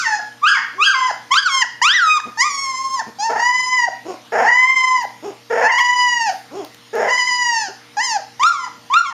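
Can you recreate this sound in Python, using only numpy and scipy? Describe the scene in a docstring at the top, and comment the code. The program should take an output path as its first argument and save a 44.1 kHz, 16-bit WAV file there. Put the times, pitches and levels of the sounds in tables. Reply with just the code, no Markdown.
"""In a small living room with a wooden floor, a puppy yips and howls near a camera.
Each cry is a stack of harmonic partials, shaded by mouth and throat; some howls begin in a growl.
Growls and in-breath grunts are uneven pulse trains through resonances; noses puff and squeak, and
lips and claws tick, as filtered noise. An appliance hums in steady lines over the shaped hiss of the
room, sparse reflections follow each sound, and the camera turns its gain down on loud cries."""
import sys
import numpy as np
from scipy import signal
from scipy.fft import rfft, irfft
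from scipy.io import wavfile
from scipy.ndimage import uniform_filter1d

SR = 44100
rng = np.random.default_rng(int(sys.argv[2]) if len(sys.argv) > 2 else 0)


def int16_out(signal):
    """Quantize to a 16-bit WAV file."""
    q = np.round(np.clip(np.atleast_2d(signal).T, -1, 1) * 32767)
    wavfile.write(sys.argv[1], SR, q.astype(np.int16))


N = 403955  # samples
LEAD_S = 0.15  # the first cry is already under way at time zero
END_S = 9.129  # the sound stops here
EDGE_HZ = 15600  # upper band limit

# One list a cry. Each row: time in seconds, pitch in Hz, level of the lowest two partials in dB,
# second partial against first in dB as the mouth resonance moves, level of the upper partials in dB.
CRIES = [
    [(-0.15, 1553, -12, -23, -34), (-0.04, 1500, -13.5, -23, -20), (0.014, 1224, -29, -3, -25),
     (0.062, 920, -18, 19, -28.5), (0.094, 871, -20.5, -10, -31.5), (0.142, 844, -17, 4, -30),
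     (0.182, 838, -20.5, -8, -35.5), (0.205, 691, -28.5, -1, -45)],
    [(0.415, 1030, -36, -26, -64), (0.441, 1215, -5, -22, -33), (0.457, 1269, -4.5, -2, -31.5),
     (0.49, 1706, -7, -6.5, -21), (0.514, 1639, -8, -37, -27), (0.544, 1194, -19.5, -1, -28),
     (0.595, 826, -15, 17, -35)],
    [(0.78, 1042, -27, -26, -59), (0.802, 1156, -14.5, -18, -42), (0.828, 1293, -2, 7, -19),
     (0.854, 1629, -14.5, 14, -27.5), (0.9, 1573, -10, -23, -27), (0.95, 1056, -14.5, -6, -32.5),
     (1.082, 993, -25.5, -4.5, -32.5), (1.115, 745, -27.5, -4, -38)],
    [(1.305, 958, -35, -6, -60), (1.319, 1050, -5.5, -6.5, -18), (1.359, 1240, -9.5, -15, -19.5),
     (1.379, 1564, -5, -1.5, -22.5), (1.41, 1672, -16.5, -2, -35), (1.466, 1474, -11.5, -26, -26),
     (1.5, 1094, -20, -3, -23.5), (1.616, 1028, -17.5, -1, -17), (1.65, 668, -16.5, 10, -36)],
    [(1.815, 892, -12.5, 5, -35), (1.827, 985, -9.5, -4, -12.5), (1.923, 1738, -6.5, 5, -31.5),
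     (1.951, 2003, -12.5, -16, -44), (1.979, 1813, -16.5, -5, -40), (2.007, 1485, -9.5, -24, -32),
     (2.057, 1275, -10.5, -34, -25), (2.113, 1243, -7.5, 6, -23.5), (2.179, 1218, -18.5, -16, -33),
     (2.205, 874, -43, -10, -52)],
    [(2.372, 851, -29, -3, -39), (2.41, 982, -7.5, 11, -9.5), (2.448, 1199, -13.5, -10, -24),
     (2.476, 1213, -11.5, -10, -23.5), (2.518, 1130, -26.5, -6, -23), (2.6, 1095, -26, -4, -27),
     (2.774, 1041, -24, -5, -29), (2.8, 1065, -26, -14, -33.5), (2.95, 1062, -21, -28, -30),
     (3.0, 931, -21, 0, -24), (3.025, 680, -19, -7, -55)],
    [(3.185, 778, -26.5, -21, -36), (3.2, 799, -24, -24, -28), (3.259, 916, -20, -10, -29),
     (3.321, 865, -28, -17, -56), (3.411, 946, -19.5, 0, -32), (3.499, 1002, -13, 2, -27),
     (3.68, 1016, -21.5, -4, -29), (3.769, 1006, -15, 7.5, -28), (3.859, 919, -15.5, -0.5, -27.5),
     (3.89, 696, -24, -25, -57)],
    [(4.42, 787, -22, 16, -53), (4.444, 866, -16.5, 3, -31), (4.494, 971, -6, 10.5, -30),
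     (4.526, 969, -6.5, 10, -27), (4.554, 1001, -6.5, 7.5, -26), (4.694, 1046, -9, 9, -29),
     (4.85, 1023, -13, 2, -27.5), (4.95, 1015, -15.5, -2, -30), (5.03, 937, -21, -6.5, -32.5),
     (5.055, 749, -25, -21, -49)],
    [(5.6, 862, -27, 2, -42), (5.67, 851.5, -9, 2, -28), (5.7, 1074, -9.5, 7.5, -50),
     (5.724, 924, -12.5, 1, -21), (5.74, 968, -13, 3.5, -28), (5.972, 992.2, -13.5, 3, -26),
     (6.16, 964.6, -18.5, 4, -27), (6.256, 889.5, -18.5, -5.5, -26.5), (6.298, 776, -16.5, -17, -26),
     (6.335, 609, -30, -16, -49)],
    [(6.98, 861, -14, -16, -40), (7.024, 958, -34, -4, -59), (7.064, 1062, -32, 8, -51),
     (7.092, 954.5, -16.5, 5.5, -30), (7.164, 995.4, -16.5, 10, -25.5), (7.418, 979.3, -19, 6, -24.5),
     (7.534, 929, -17, -0.5, -23.5), (7.62, 869, -25, -2, -25.5), (7.678, 743, -30.5, -5, -34.5),
     (7.715, 720, -52, 4, -59)],
    [(7.968, 858, -26, -6, -33), (7.982, 804, -19, -10.5, -32.5), (8.018, 993, -18, 10.5, -28),
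     (8.046, 1051, -31, 2, -22), (8.114, 904, -21.5, -4, -20), (8.162, 829, -17.5, -14, -29),
     (8.205, 618, -24.5, -12.5, -50)],
    [(8.395, 913, -22.5, -8, -34), (8.435, 1164, -7.5, -23.5, -32.5), (8.471, 1391, -5, -25, -20),
     (8.497, 1410, -7.5, -32, -24), (8.569, 1084, -24, -10, -36), (8.661, 978, -27, -5, -34.5),
     (8.685, 796, -25.5, -14, -51)],
    [(8.9, 930, -26, -13, -53), (8.912, 1010, -20, -31, -46.5), (8.972, 1370, 1, -12.5, -27.5),
     (8.992, 1419, -5, -23, -21.5), (9.032, 1336, -15, -27, -35), (9.06, 1125, -18.5, -8, -34),
     (9.102, 1014, -29, -10, -32), (9.135, 770, -30.5, 0, -70)],
]
# How the head is held. Each row, one a cry: room level in dB, higher when the head turns away,
# level of the third partial in dB in a cry of the usual level and shade.
POSES = [(-4.5, -29.5), (-4, -30), (-5.5, -29), (-11.5, -25), (-12.5, -28.5), (-11, -39.5), (-8, -31.5),
         (-10.5, -31.5), (-8.5, -24), (-8.5, -28), (-11, -30), (-9, -31), (-9.5, -27)]
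# Mouth's shading of the third partial. Each row: frequency in Hz, level in dB.
CHEEKS = [(1800, -24.5), (2600, -6), (3100, -2), (3600, 0.5), (4100, -5), (5000, 5.5), (6000, 10.5)]
# Throat's shading of the upper partials. Each row: frequency in Hz at the usual pitch, relative level in dB.
THROAT = [(2500, 39), (3700, -10.5), (4900, 12), (6000, 7.3), (7000, 9.5), (8000, -6), (9000, -6),
          (10200, -20.5), (12000, -24), (13500, -63), (15500, -88)]
# Brief catches of the voice. Each row: centre in seconds, length in seconds, pitch jump as a share,
# swell of the overtones in dB, level of the crackle in dB.
CATCHES = [(0.446, 0.0052, -0.0071, 1.5, -29), (1.343, 0.0039, 0.02, 1.5, -13),
           (1.625, 0.0073, 0.017, 9.5, -30), (2.205, 0.0067, -0.032, 25, -42),
           (2.743, 0.018, -0.023, -3.5, -63), (2.627, 0.019, 0.01, 2.5, -62), (5.789, .007, 0.13, -2, -33),
           (7.121, 0.01, .04, -7, -55), (7.184, 0.0121, 0.044, -0.5, -55),
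           (7.233, 0.01195, 0.0044, 1.5, -56), (7.281, 0.0098, 0.044, 1.5, -52),
           (8.435, 0.0052, 0.025, 17.5, -16.5), (8.942, 0.0051, 0.023, 15.5, -20.5)]
# Spells in which the voice turns hoarse. Each row: start in seconds, end in seconds, share from 0 to 1.
STRAINED = [(.5, .58, .35), (.85, .93, .3), (1.352, 1.48, .45), (1.9, 2.02, .25), (5.79, 5.81, .8),
            (8.5, 8.6, .3), (9, 9.08, .3)]
USUAL_DB, USUAL_UPPER_DB, USUAL_HZ = -18, -28, 1000  # where the third partial and throat are as listed
WITH_LEAN, WITH_LEVEL, WITH_UPPER = 0.046, 0.51, 0.65  # dB of the third partial per dB of each
STRETCH = 0.25  # power of pitch by which the throat shading shifts
FALL_DB = -0.5  # the upper partials dim as the pitch drops: dB per octave a second
BREAK_S, BREAK_HOARSE = 0.035, 0.9  # the voice breaks up as a cry ends: seconds, share
GROWL_HOARSE = 0.6  # share of hoarseness while a growl lasts
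EMERGE_S, ONSET_S = 0.06, 0.0025  # rise of a tone out of a growl, and of any other tone

# Background hiss. Each row: frequency in Hz, relative density in dB per Hz.
HISS = [(12, -39), (20, -52), (54, -38), (101, -7.5), (266, -2.5), (362, -9.5), (465, -9.5), (789, -6.5),
        (1340, -5.5), (1540, -8), (2090, -5.5), (2760, -8.5), (4690, -8.5), (12100, -21.5), (15500, -35)]
HISS_DB = -46.5  # overall level
# Lines of the appliance. Each row: frequency in Hz, level in dB.
HUM = [(120, -59), (240, -60.5), (300, -60.5), (472, -59), (600, -68)]
# Decay of the room. Each row: frequency in Hz, time to die by 60 dB in seconds.
WALLS = [(250, 0.17), (660, 0.33), (1740, 0.43), (4590, 0.47), (10000, 0.21)]
# Colour of the reflections. Each row: frequency in Hz, level in dB.
REFLECTION_COLOUR = [(300, -4), (1400, 2.5), (2600, -3), (4000, -1.5), (8000, 1)]

# Grunts on the in-breath. Each row: start in seconds, length in seconds, peak in dB,
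# top pulse rate in Hz, roughness from 0 to 1.
GRUNTS = [(0.727, 0.13, -42.5, 410, 0.05), (2.247, 0.058, -34, 237, 0.42), (3.059, 0.052, -35, 226.3, 0.4),
          (4.047, 0.11, -25, 401, 0.34), (5.219, 0.11, -27, 401, .28), (6.507, 0.15, -27.5, 391, 0.2),
          (7.677, 0.039, -34.5, 406, 0.35)]
GRUNT_ENDS_DB, GRUNT_HIGH_HZ = -16, 816  # level of the ends against the peak; high resonance
GRUNT_ARCH = 0.4  # share of the top rate lost at the ends
# Growls, the folds beating slowly and unevenly. Each row: start in seconds, swell in seconds,
# release in seconds, peak in dB, low resonance at the start in Hz, high resonance against low in dB.
GROWLS = [(3.29, 0.016, 0.048, -15.5, 660, -11), (3.352, 0.0098, 0.048, -18, 687, -9),
          (4.318, 0.11, 0.095, -11, 572, -6.5), (5.497, .17, 0.029, -12.5, 530, -6),
          (6.928, 0.1, 0.089, -15, 490, -9.5)]
GROWL_SWELL_DB, GROWL_RELEASE_DB = -8.5, -11  # levels at the start and end, against the peak
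GROWL_HZ, GROWL_HIGH_HZ = 433.7, 1644  # pulse rate and high resonance at the start
RATE_RISE, LOW_RISE, HIGH_RISE = 0.6, 2.05, 0.39  # shares a second, as the jaw opens into the howl
ROUGH_START, ROUGH_PEAK, COARSEN_S = 0.3, 0.52, 0.08  # a growl coarsens over this many seconds
# Chest and upper resonances of growls and grunts. Each row: frequency in Hz, width in Hz, relative level in dB.
RASP = [(253, 155, -19), (2810, 1500, -22.5), (5400, 1100, -19.5), (6550, 800, -21.5), (8350, 680, -37),
        (11200, 900, -41)]

# Snaps of lips and claws. Each row: time in seconds, treble level in dB, body against treble in dB.
TICKS = [(4.9033, -56, 6), (5.0295, -46, -5), (5.7894, -46, 13), (6.648, -54.5, 17.5), (6.7453, -61, 19),
         (6.954, -51, 14)]
# Air through the nose. Each row: start in seconds, length in seconds, level before the swell and fade in dB.
PUFFS = [(5.019, 0.2, -61), (6.12, 0.42, -52), (6.888, .14, -68), (7.995, .2, -65)]
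# A thin whistle in the nose. Its row: start in seconds, length in seconds, frequency in Hz,
# level before the swell and fade in dB.
SQUEAK = (6.565, .07, 3300, -46)
# Dips of the camera housing. Each row: frequency in Hz, width in Hz, depth from 0 to 1.
NOTCHES = [(7947, 425, 0.91), (10300, 750, 0.45)]


def gain_of(db):
    """Amplitude is ten to the power of decibels over twenty."""
    return 10 ** (np.asarray(db) / 20)


def evened(x):
    """Dividing by the root mean square gives a signal unit power."""
    return x / np.sqrt(np.mean(x ** 2) + 1e-20)


def read(points, hz):
    """A spectral curve is interpolated linearly along log frequency."""
    f, value = np.transpose(points)
    return np.interp(np.log(hz + 1), np.log(f + 1), value)


def add(mix, s, sound):
    """Sounds superpose linearly; the mix begins LEAD_S before time zero."""
    part = mix[round((s + LEAD_S) * SR):][:len(sound)]
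    part += sound[:len(part)]


def unfold(rows):
    """Straight lines between the rows give the start time and one curve a column."""
    s, *columns = np.transpose(rows)
    t = np.arange(s[0], s[-1], 1 / SR)
    return s[0], [np.interp(t, s, column) for column in columns]


def wobble(count, rate_hz):
    """Twice-averaged white noise is a slow random fluctuation, here of unit power."""
    span = max(int(SR / rate_hz), 1)
    noise = rng.standard_normal(count)
    return evened(uniform_filter1d(uniform_filter1d(noise, span), span))


def fades(count, rise_s, fall_s):
    """Linear ramps of amplitude soften the start and end."""
    t = np.arange(count) / SR
    return np.clip(t / rise_s, 0, 1) * np.clip(t[::-1] / fall_s, 0, 1)


def resonate(x, hz, width):
    """Heterodyning: a one-pole smoother on the band shifted to zero is a resonance, movable, of gain 1."""
    turn = np.exp(2j * np.pi * np.cumsum(hz * np.ones(len(x))) / SR)
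    pole = np.exp(-np.pi * width / SR)
    smooth = signal.lfilter([1 - pole], [1, -pole], x / turn + 1e-18)
    return 2 * (turn * smooth).real


def resonate_twice(x, hz, width):
    """Two equal resonances in cascade have steeper skirts than one."""
    return resonate(resonate(x, hz, width), hz, width)


def hoarseness(t):
    """Irregular vibration of the folds: the share rises in strain, during growls and as a cry ends."""
    growling = [(a, a + swell + release, GROWL_HOARSE) for a, swell, release, *_ in GROWLS]
    spells = STRAINED + growling + [(t[-1] - BREAK_S, t[-1], BREAK_HOARSE)]
    return uniform_filter1d(sum(share * (a < t) * (t < b) for a, b, share in spells), 600)


def upper_partials(hz, turn, upper_db, stretch):
    """Source and filter: the throat's curve weights partials 4 to 16, whose summed power is then set."""
    order = np.arange(4, 17)[:, None]
    shade = gain_of(read(THROAT, order * hz / stretch)) * (order * hz < EDGE_HZ)
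    shade *= gain_of(upper_db) / np.sqrt((shade ** 2).sum(0))
    return (shade * np.cos(order * turn + rng.uniform(0, 2 * np.pi, order.shape))).sum(0)


def cry(rows, third_db):
    """Harmonic series: one phase drives all partials, so pitch jitter, tremor and catches move them together."""
    s, (hz, level_db, lean_db, upper_db) = unfold(rows)
    t = s + np.arange(len(hz)) / SR
    at, length, jump, swell_db, crackle_db = np.transpose(CATCHES)[:, :, None]
    catch = np.exp(-((t - at) / length) ** 2)
    hz = uniform_filter1d(hz, 400, mode="nearest")

    first = gain_of(level_db) / np.hypot(1, gain_of(lean_db))
    second = first * gain_of(lean_db)
    pitch_drop = np.clip(-np.gradient(np.log2(hz)) * SR, 0, None)  # octaves a second
    upper_db = upper_db + FALL_DB * pitch_drop
    third_db = third_db + WITH_LEAN * lean_db + WITH_LEVEL * (level_db - USUAL_DB)
    third_db = third_db + WITH_UPPER * (upper_db - USUAL_UPPER_DB) + read(CHEEKS, 3 * hz)
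    third = gain_of(third_db)
    stretch = (hz / USUAL_HZ) ** STRETCH

    hoarse = hoarseness(t)
    hz *= 1 + (jump * catch).sum(0) + 0.0049 * wobble(len(t), rate_hz=77)
    hz *= 1 + 0.05 * hoarse * wobble(len(t), rate_hz=400)
    turn = 2 * np.pi * np.cumsum(hz) / SR
    upper = upper_partials(hz, turn, upper_db, stretch)
    overtones = second * np.cos(2 * turn) + third * np.cos(3 * turn) + upper
    swell = gain_of((swell_db * catch).sum(0))
    tone = np.sqrt(2) * np.array([first * np.cos(turn), swell * overtones])

    air = gain_of(-32.0) * wobble(len(t), rate_hz=1370)  # turbulence roughens every partial a little
    tremor = gain_of((2.19 + 3.53 * hoarse) * wobble(len(t), rate_hz=62.6))
    noise = evened(resonate_twice(rng.standard_normal(len(t)), 2400, 1800))
    crackle = (gain_of(crackle_db) * catch).sum(0) * noise
    from_growl = any(a < s < a + swell_s + release_s for a, swell_s, release_s, *_ in GROWLS)
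    rise_s = EMERGE_S if from_growl else ONSET_S
    # half the crackle goes with the first partial, half with the overtones
    voice = (tone * (1 + air) * tremor + crackle / 2) * fades(len(t), rise_s, 0.0016)
    return s, *voice


def hiss():
    """Spectral shaping: random short-time spectra take the room's curve and drifting soft patches."""
    frames, hz = N // 256 + 5, np.fft.rfftfreq(1024, 1 / SR)
    real, imaginary, patches = rng.standard_normal((frames, 513, 3)).T
    patches = evened(uniform_filter1d(uniform_filter1d(patches, 12, 0), 14, 1))
    z = (real + 1j * imaginary) * gain_of(read(HISS, hz)[:, None] + 2.7 * patches)
    return gain_of(HISS_DB) * evened(signal.istft(z, nperseg=1024, noverlap=768)[1][:N])


def hum():
    """Line spectrum: sinusoids of the appliance waver slightly in level and phase."""
    t = np.arange(N) / SR
    lines = np.zeros(N)
    for f, db in HUM:
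        level = gain_of(db + 0.95 * wobble(N, rate_hz=4.2))
        lines += level * np.sin(2 * np.pi * f * t + 0.3 * wobble(N, rate_hz=5.8))
    return np.sqrt(2) * lines


def room(x):
    """Reverberation: sparse reflections of random sign, each band decaying exponentially at its own rate."""
    taps = np.zeros(SR)
    at = np.arange(400, SR - 20, 20) + rng.integers(0, 20, (SR - 401) // 20)
    taps[at] = rng.choice([-1., 1.], at.shape)
    hz, t, z = signal.stft(taps, SR, nperseg=256)
    z *= gain_of(-60 * t / read(WALLS, hz)[:, None])
    z /= np.linalg.norm(signal.istft(z, SR, nperseg=256)[1])  # unit energy before the colour
    z *= gain_of(read(REFLECTION_COLOUR, hz)[:, None])
    return signal.fftconvolve(x, signal.istft(z, SR, nperseg=256)[1])[:len(x)]


def rough_voice(s, controls, high_db, rasp_db, width, breath):
    """Source and filter: uneven pulses, strong and weak in turn, and noise puffs excite moving resonances."""
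    level_db, hz, rough, low_hz, high_hz = controls
    count, rough = len(hz), np.clip(rough, 0, 1)
    turns = np.cumsum(hz * (1 + (0.02 + 0.11 * rough) * wobble(count, rate_hz=120))) / SR
    folds = sum(np.cos(2 * np.pi * k * turns) for k in range(1, 28))
    alternation = np.cos(np.pi * turns + wobble(count, rate_hz=40))  # half the pulse rate
    clumps = wobble(count, rate_hz=200)
    folds *= 1 + 1.1 * rough * alternation + 0.8 * rough * clumps
    puffs = (0.53 + np.exp(-(turns % 1) / 0.31)) * rng.standard_normal(count)
    drive = evened(folds) + (breath + 0.35 * rough) * evened(puffs)

    low = evened(resonate_twice(drive, low_hz, width))
    high = evened(resonate_twice(drive, high_hz, 2.2 * width))
    rasp = sum(gain_of(db) * evened(resonate_twice(puffs + drive, f, w)) for f, w, db in RASP)
    throat = low - gain_of(high_db) * high + gain_of(rasp_db) * rasp
    return s, gain_of(level_db) * evened(throat) * fades(count, 0.0082, 0.014)


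def grunt(start, length, peak_db, top_hz, rough):
    """Breath effort: level and pulse rate arch together, and the low resonance follows the rate."""
    arch = np.sin(np.pi * np.arange(0, length, 1 / SR) / length)
    hz = top_hz * (1 - GRUNT_ARCH * (1 - arch))
    level_db = peak_db + GRUNT_ENDS_DB * (1 - arch) ** 1.4
    controls = level_db, hz, rough, (hz + top_hz) / 2, GRUNT_HIGH_HZ
    return rough_voice(start, controls, high_db=-8, rasp_db=0.5, width=336, breath=0.2)


def growl(start, swell, release, peak_db, low_hz, high_db):
    """Jaw opening: resonances and pulse rate rise while the uneven folds swell, coarsen and let go."""
    t = np.arange(0, swell + release, 1 / SR)
    shape_db = np.interp(t, [0, swell, swell + release], [GROWL_SWELL_DB, 0, GROWL_RELEASE_DB])
    hz = GROWL_HZ * (1 + RATE_RISE * t)
    rough = np.interp(t, [0, COARSEN_S], [ROUGH_START, ROUGH_PEAK])
    low_hz = low_hz * (1 + LOW_RISE * t)
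    high_hz = GROWL_HIGH_HZ * (1 + HIGH_RISE * t)
    controls = peak_db + shape_db, hz, rough, low_hz, high_hz
    return rough_voice(start, controls, high_db=high_db, rasp_db=-4.0, width=267, breath=0.072)


def tick(s, treble_db, body_db):
    """Impulsive excitation: a decaying noise burst excites a sharp edge and a duller body."""
    t = np.arange(300) / SR
    snap = rng.standard_normal(len(t)) * np.exp(-t / 0.0019)
    edge, body = evened(resonate(snap, 11000, 5000)), evened(resonate(snap, 3500, 3000))
    return s, gain_of(treble_db) * (edge + gain_of(body_db) * body)


def puff(start, length, db):
    """Turbulence: air is broad noise, bright from a wide high resonance, that swells and fades."""
    air = rng.standard_normal(round(length * SR))
    bright = evened(resonate(resonate(air, 10000, 4800), 10000, 4700))
    return start, gain_of(db) * bright * np.hanning(len(air))


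def squeak(start, length, hz, db):
    """Narrow-band noise: a sharp resonance turns air noise into a fuzzy whistle."""
    air = rng.standard_normal(round(length * SR))
    whistle = evened(resonate(resonate(air, hz, 180), hz, 200))
    return start, gain_of(db) * whistle * np.hanning(len(air))


def scene():
    """Superposition: direct sound and reflections of the puppy add to the steady background."""
    throaty, small = np.zeros(N + SR), np.zeros(N + SR)
    for mix, source, rows in [(small, grunt, GRUNTS), (throaty, growl, GROWLS), (small, tick, TICKS),
                              (small, puff, PUFFS), (small, squeak, [SQUEAK])]:
        for row in rows:
            add(mix, *source(*row))
    near = throaty + small
    far = gain_of(-5.5) * throaty + gain_of(-6.0) * small  # sent to the room
    for (wet_db, third_db), rows in zip(POSES, CRIES):
        s, first, overtones = cry(rows, third_db)
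        # a turned head hides the overtones from the direct path
        shadow = gain_of(-1.2 * max(wet_db + 5.5, 0))
        add(near, s, first + shadow * overtones)
        add(far, s, gain_of(wet_db) * (first + overtones))
    heard = near + room(far)
    return (heard[round(LEAD_S * SR):][:N] + hiss() + hum())[None]


def record(dry):
    """Signal chain: housing dips, gain control, lopsided overload, bass cut, the stop, then the band limit."""
    hz = np.fft.rfftfreq(N, 1 / SR)
    dips = np.ones(len(hz))
    for f, width, depth in NOTCHES:
        dips *= 1 - np.clip(depth, 0, 1) / (1 + ((hz - f) / width) ** 2)
    x = irfft(rfft(dry) * dips, N)

    power_db = 10 * np.log10(abs(uniform_filter1d(x[0] ** 2, 300)) + 1e-12)
    fall = np.arange(N) * 42.0 / SR  # the held peak level falls 42 dB a second
    held_db = np.maximum.accumulate(power_db + fall) - fall
    over_db = np.maximum(held_db + 13.5, 0)  # excess above -13.5 dB
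    x = x / gain_of(0.56 * uniform_filter1d(over_db, 400))

    x = np.clip(x, -1, 0.98)
    x = signal.lfilter(*signal.butter(2, 32, "high", fs=SR), x)
    x *= np.clip((END_S - np.arange(N) / SR) / 0.0027, 0, 1)
    band = signal.firwin(1023, EDGE_HZ, window=("kaiser", 9), fs=SR)
    return signal.oaconvolve(x, band[None], "same")


dry = scene()
out = record(dry)
int16_out(out)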